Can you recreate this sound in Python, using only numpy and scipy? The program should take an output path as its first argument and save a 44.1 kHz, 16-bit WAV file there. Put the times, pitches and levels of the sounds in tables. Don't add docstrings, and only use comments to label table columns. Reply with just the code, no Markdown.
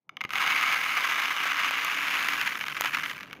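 import sys
import numpy as np
from scipy import signal
from scipy.io import wavfile

SR = 44100
rng = np.random.default_rng(int(sys.argv[2]) if len(sys.argv) > 2 else 0)


def unload_wav(signal):
    wavfile.write(
        sys.argv[1],
        SR,
        np.round(np.clip(np.atleast_2d(signal).T, -1, 1) * 32767).astype(np.int16),
    )


N = 149940
T = np.arange(N) / SR
RING_T = np.arange(6000) / SR

# frequency in Hz, relative density in dB.
RUMBLE_SPECTRUM = [(25, -35), (70, -15.5), (150, 6.5), (290, -0.5), (1000, -9.5), (3000, -52), (8000, -69)]
# time in seconds, rumble level in dB.
RUMBLE_LEVEL = [(.03, -95), (.07, -79), (.12, -62.5), (.4, -54.5), (1.2, -64.5), (2.4, -55), (3.4, -52.5)]
# start in seconds, thud peak in dB, snap peak in dB.
KNOCKS = [(1.456, -17, -40), (1.71, -15, -22), (1.8478, -19, -11), (2.8099, -10.5, -3.5),
          (2.8468, -15, -29)]
# frequency in Hz, relative density in dB.
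THUD_SPECTRUM = [(30, -75), (150, -17), (650, -0.5), (1000, 4), (2400, -4), (9000, -22)]
SNAP_SPECTRUM = [(2000, -4.5), (5200, -6), (6700, 6), (8600, -19.5), (12200, 5.5), (14000, -14), (15500, 1)]
BUMP_SPECTRUM = [(20, -23), (120, -2), (450, -5), (3000, -48)]
# frequency in Hz, bare gain in dB, bare T60 in seconds, gain change when filled in dB.
TUB_MODES = [(283.5, -31.5, 0.13, 5), (777, -15, 0.05, -13.5), (1061, -4, 0.023, -2),
             (1275, 1.5, 0.021, -3), (1609, 1.5, 0.015, 2), (1975, 0.5, 0.012, 0.5), (2159, 4, 0.019, -3),
             (2400, 6, 0.0081, 0.5), (2857, 4.5, 0.0096, 1), (3410, -4, 0.011, 0.5),
             (3800, -9.5, 0.013, -6), (5090, -8.5, 0.0066, 1.5), (6350, -5.5, 0.0073, 0)]
# frequency in Hz, relative density in dB.
CLICK_SPECTRUM = [(100, -33), (400, -5), (900, 8.5), (2500, 11.5), (4500, 7), (6700, -3.5), (8200, -8),
                  (11300, -4.5), (15500, -3)]
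CONTACT_SPECTRUM = [(550, -23.5), (1200, 3), (2600, 0.5), (6700, -18), (8200, -31), (11500, -21.5)]
RICE_SPECTRUM = [(2000, -9.5), (5000, -13.5), (6500, -14.5), (8200, -21), (10000, -19), (11300, -11),
                 (12500, -18), (15500, -13.5)]
# start in seconds, peak before the low cut in dB, spot pitch in Hz, contact over ring in dB.
TAPS = [(0.0932, -28.5, 1270, -15), (.169, -24.5, 2770, -10), (.208, -21, 2080, -11),
        (.2135, -17.5, 2220, -7), (.239, -24, 1370, -7), (.25, -20, 1900, -14), (0.293, -28, 1320, 10),
        (.306, -19.5, 1350, 1), (0.335, -16, 1260, -1), (.356, -13.5, 2160, -7), (2.227, -15.5, 1260, 4),
        (2.2865, -9.5, 1390, 2), (2.3504, -22, 1550, 4), (2.4134, -11.5, 1590, 7), (2.554, -21, 1290, -10),
        (2.611, -16, 2080, 0), (2.639, -22, 2050, -7), (2.668, -21, 2150, -10), (2.683, -15, 1590, 3),
        (2.726, -27, 1980, -10), (2.7676, -19, 2160, -11), (2.82, -18.5, 2200, -3), (2.84, -14.5, 1580, 3),
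        (2.8575, -14.5, 2700, 4), (2.9373, -16, 2200, -1.5), (2.947, -13, 1960, 8), (2.971, -21, 2150, -2),
        (3.01, -27, 2000, -1), (3.06, -19.5, 2010, -11), (3.0975, -20.5, 2150, -2), (3.113, -21, 1310, -8),
        (3.169, -30, 1670, 3), (3.2082, -24, 2080, 4), (3.2319, -25, 1640, 8), (3.3102, -31.5, 2400, -9),
        (3.33, -22.5, 1340, 5)]
# time in seconds, level before the low cut in dB.
STREAM_LEVEL = [(.24, -105), (.295, -58), (.335, -35), (.365, -29), (.41, -26.5), (.44, -26), (.475, -23.5),
                (.55, -27), (.585, -25), (.62, -27), (.715, -24), (.785, -30), (.82, -27), (.9, -28.5),
                (1.04, -26), (1.33, -29.5), (1.52, -28.5), (1.63, -26), (1.8, -30), (2.04, -29),
                (2.17, -28), (2.26, -31.5), (2.38, -29), (2.44, -33), (2.475, -27), (2.5, -33), (2.58, -37),
                (2.79, -36), (2.86, -29.5), (2.925, -38.5), (2.945, -29.5), (2.99, -30), (3.03, -33),
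                (3.11, -39.5), (3.17, -43), (3.28, -51), (3.4, -56)]
RICE_LEVEL = [(.25, -105), (.33, -48), (.55, -48), (1.05, -45.5), (1.4, -49), (2.42, -44.5), (2.7, -51),
              (3.1, -48.5), (3.3, -77)]
# time in seconds, impacts on the tub per second.
IMPACT_RATE = [(.3, 670), (.45, 1770), (.9, 2000), (1.8, 1490), (2.7, 450), (3.3, 290)]
# frequency in Hz, T60 in seconds.
ROOM_DECAY, ROOM_DB = [(200, 0.1), (2000, 0.57), (8000, 0.87), (16000, 0.038)], -20.5

FILL_START_S, FILL_S, FILL_DAMPING = 0.41, 1.67, 0.13
DETUNE_BARE, DETUNE_FILLED = 0.048, 0.087
SPOT_HZ, SPOT_SPREAD_OCT, SPOT_WIDTH_OCT, SPOT_DB = 1690, 0.69, 0.14, 6.5


def amp(db):
    return 10 ** (np.asarray(db) / 20)


def unit_rms(x):
    return x / np.sqrt(np.mean(x ** 2) + 1e-20)


def unit_energy(x):
    return x / np.linalg.norm(x)


def at_peak(x, db):
    return amp(db) * x / abs(x).max()


def curve(points):
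    return np.interp(T, *np.transpose(points))


def at_hz(points, hz):
    table_hz, value = np.transpose(points)
    return np.interp(np.log(hz + 1), np.log(table_hz), value)


def add(mix, start_s, sound):
    part = mix[round(start_s * SR):][:len(sound)]
    part += sound[:len(part)]


def colour(x, spectrum):
    hz = abs(np.fft.fftfreq(2048, 1 / SR))
    log_gain = np.log(amp(at_hz(spectrum, hz)))
    fir = np.fft.ifft(np.exp(np.conj(signal.hilbert(log_gain)))).real
    return signal.fftconvolve(x, fir[:len(fir) // 2])[:len(x)]


def decay(t60_s):
    return np.exp(-np.log(1000) * RING_T / t60_s)


def click(spectrum, t60_s):
    return unit_energy(colour(rng.standard_normal(len(RING_T)) * decay(t60_s), spectrum))


def pulse(spectrum, peak_db):
    return at_peak(colour(signal.unit_impulse(len(RING_T)), spectrum), peak_db)


def background(hum_hz=59.3, hum_db=-72.5, hum_start_s=2, hum_rise_s=.15):
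    rumble = amp(curve(RUMBLE_LEVEL)) * unit_rms(colour(rng.standard_normal(N), RUMBLE_SPECTRUM))
    fade_in = np.clip((T - hum_start_s) / hum_rise_s, 0, 1)
    hum = fade_in * unit_rms(np.sin(2 * np.pi * hum_hz * T))
    return rumble + amp(hum_db) * hum


def room(x):
    hz, t, noise = signal.stft(rng.standard_normal(SR // 2), SR, nperseg=256)
    t60_s = at_hz(ROOM_DECAY, hz)[:, None]
    tail = signal.istft(noise * np.exp(-np.log(1000) * t / t60_s), SR)[1]
    return signal.fftconvolve(x, unit_energy(tail))[:N]


def knocks(bump_s=.2502, bump_db=-30.5):
    out = np.zeros(N)
    for start_s, thud_db, snap_db in KNOCKS:
        add(out, start_s, pulse(THUD_SPECTRUM, thud_db) + pulse(SNAP_SPECTRUM, snap_db))
    add(out, bump_s, pulse(BUMP_SPECTRUM, bump_db))
    return out


def tub_ring(spot_hz, time_s, rise_s=0.00065):
    fill = np.clip((time_s - FILL_START_S) / FILL_S, 0, 1)
    hz, bare_db, t60_s, fill_change_db = np.transpose(TUB_MODES)[:, :, None]
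    shift, phase = rng.uniform(-1, 1, (2, len(TUB_MODES), 1))
    detune = DETUNE_BARE + (DETUNE_FILLED - DETUNE_BARE) * fill
    spot_db = SPOT_DB * np.exp(-(np.log2(hz / spot_hz) / SPOT_WIDTH_OCT) ** 2)
    gain = amp(bare_db + fill_change_db * fill + spot_db)
    envelope = gain * decay(t60_s / (1 + FILL_DAMPING * fill))
    modes = envelope * np.sin(2 * np.pi * hz * (1 + detune * shift) * RING_T + np.pi * phase)
    attack = 1 - np.exp(-RING_T / rise_s)
    return unit_energy(modes.sum(0) * attack)


def grain_impact(spot_hz, time_s, click_db=-11):
    return tub_ring(spot_hz, time_s) + amp(click_db) * click(CLICK_SPECTRUM, t60_s=.0065)


def taps(mean_bounce_s=0.00254, bounce_db=-9.5):
    out = np.zeros(N)
    contact = unit_energy(pulse(CONTACT_SPECTRUM, 0))
    for start_s, db, spot_hz, contact_db in TAPS:
        tip = tub_ring(spot_hz, start_s) + amp(contact_db) * contact
        add(out, start_s, at_peak(tip, db))
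        flat_s = start_s + mean_bounce_s * (.5 + rng.random())
        add(out, flat_s, at_peak(grain_impact(spot_hz, start_s), db + bounce_db))
    return out


def shower(rate_per_s, stages, size_spread_db=3):
    size = amp(size_spread_db * np.clip(rng.standard_normal(N), -2, 2))
    lands = rng.random(N) < rate_per_s / SR
    train = unit_rms(size * lands / np.sqrt(rate_per_s)) * rng.choice([-1, 1], N)
    pick = rng.integers(0, len(stages[0]), N)
    out = np.zeros(N)
    for at in np.flatnonzero(train):
        sounds = stages[at * len(stages) // N]
        add(out, at / SR, train[at] * sounds[pick[at]])
    return out


def stream(clump_s=0.0057, clump_db=1.18, rice_clicks_per_impact=2.6):
    window = np.hanning(int(2 * clump_s * SR))
    clumps = unit_rms(signal.oaconvolve(rng.standard_normal(N), window, "same"))
    rate_per_s = curve(IMPACT_RATE)
    spots_hz = SPOT_HZ * 2 ** (SPOT_SPREAD_OCT * np.linspace(-1, 1, 40))
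    stages = [[grain_impact(hz, span.mean()) for hz in spots_hz] for span in np.array_split(T, 7)]
    on_tub = amp(curve(STREAM_LEVEL)) * shower(rate_per_s, stages)
    clicks = [click(RICE_SPECTRUM, t60_s=0.0077) for _ in range(48)]
    on_rice = amp(curve(RICE_LEVEL)) * shower(rate_per_s * rice_clicks_per_impact, [clicks])
    return unit_rms(amp(clump_db * clumps)) * (on_tub + on_rice)


def scene(low_cut_hz=158):
    low_cut = signal.butter(2, low_cut_hz, "highpass", fs=SR, output="sos")
    pour = signal.sosfilt(low_cut, stream() + taps()) + knocks()
    return (pour + amp(ROOM_DB) * room(pour) + background())[None]


def record(dry, cutoff_hz=15600):
    fir = signal.firwin(401, cutoff_hz, window=("kaiser", 9), fs=SR)
    return signal.oaconvolve(dry, fir[None], "same")


dry = scene()
out = record(dry)
unload_wav(out)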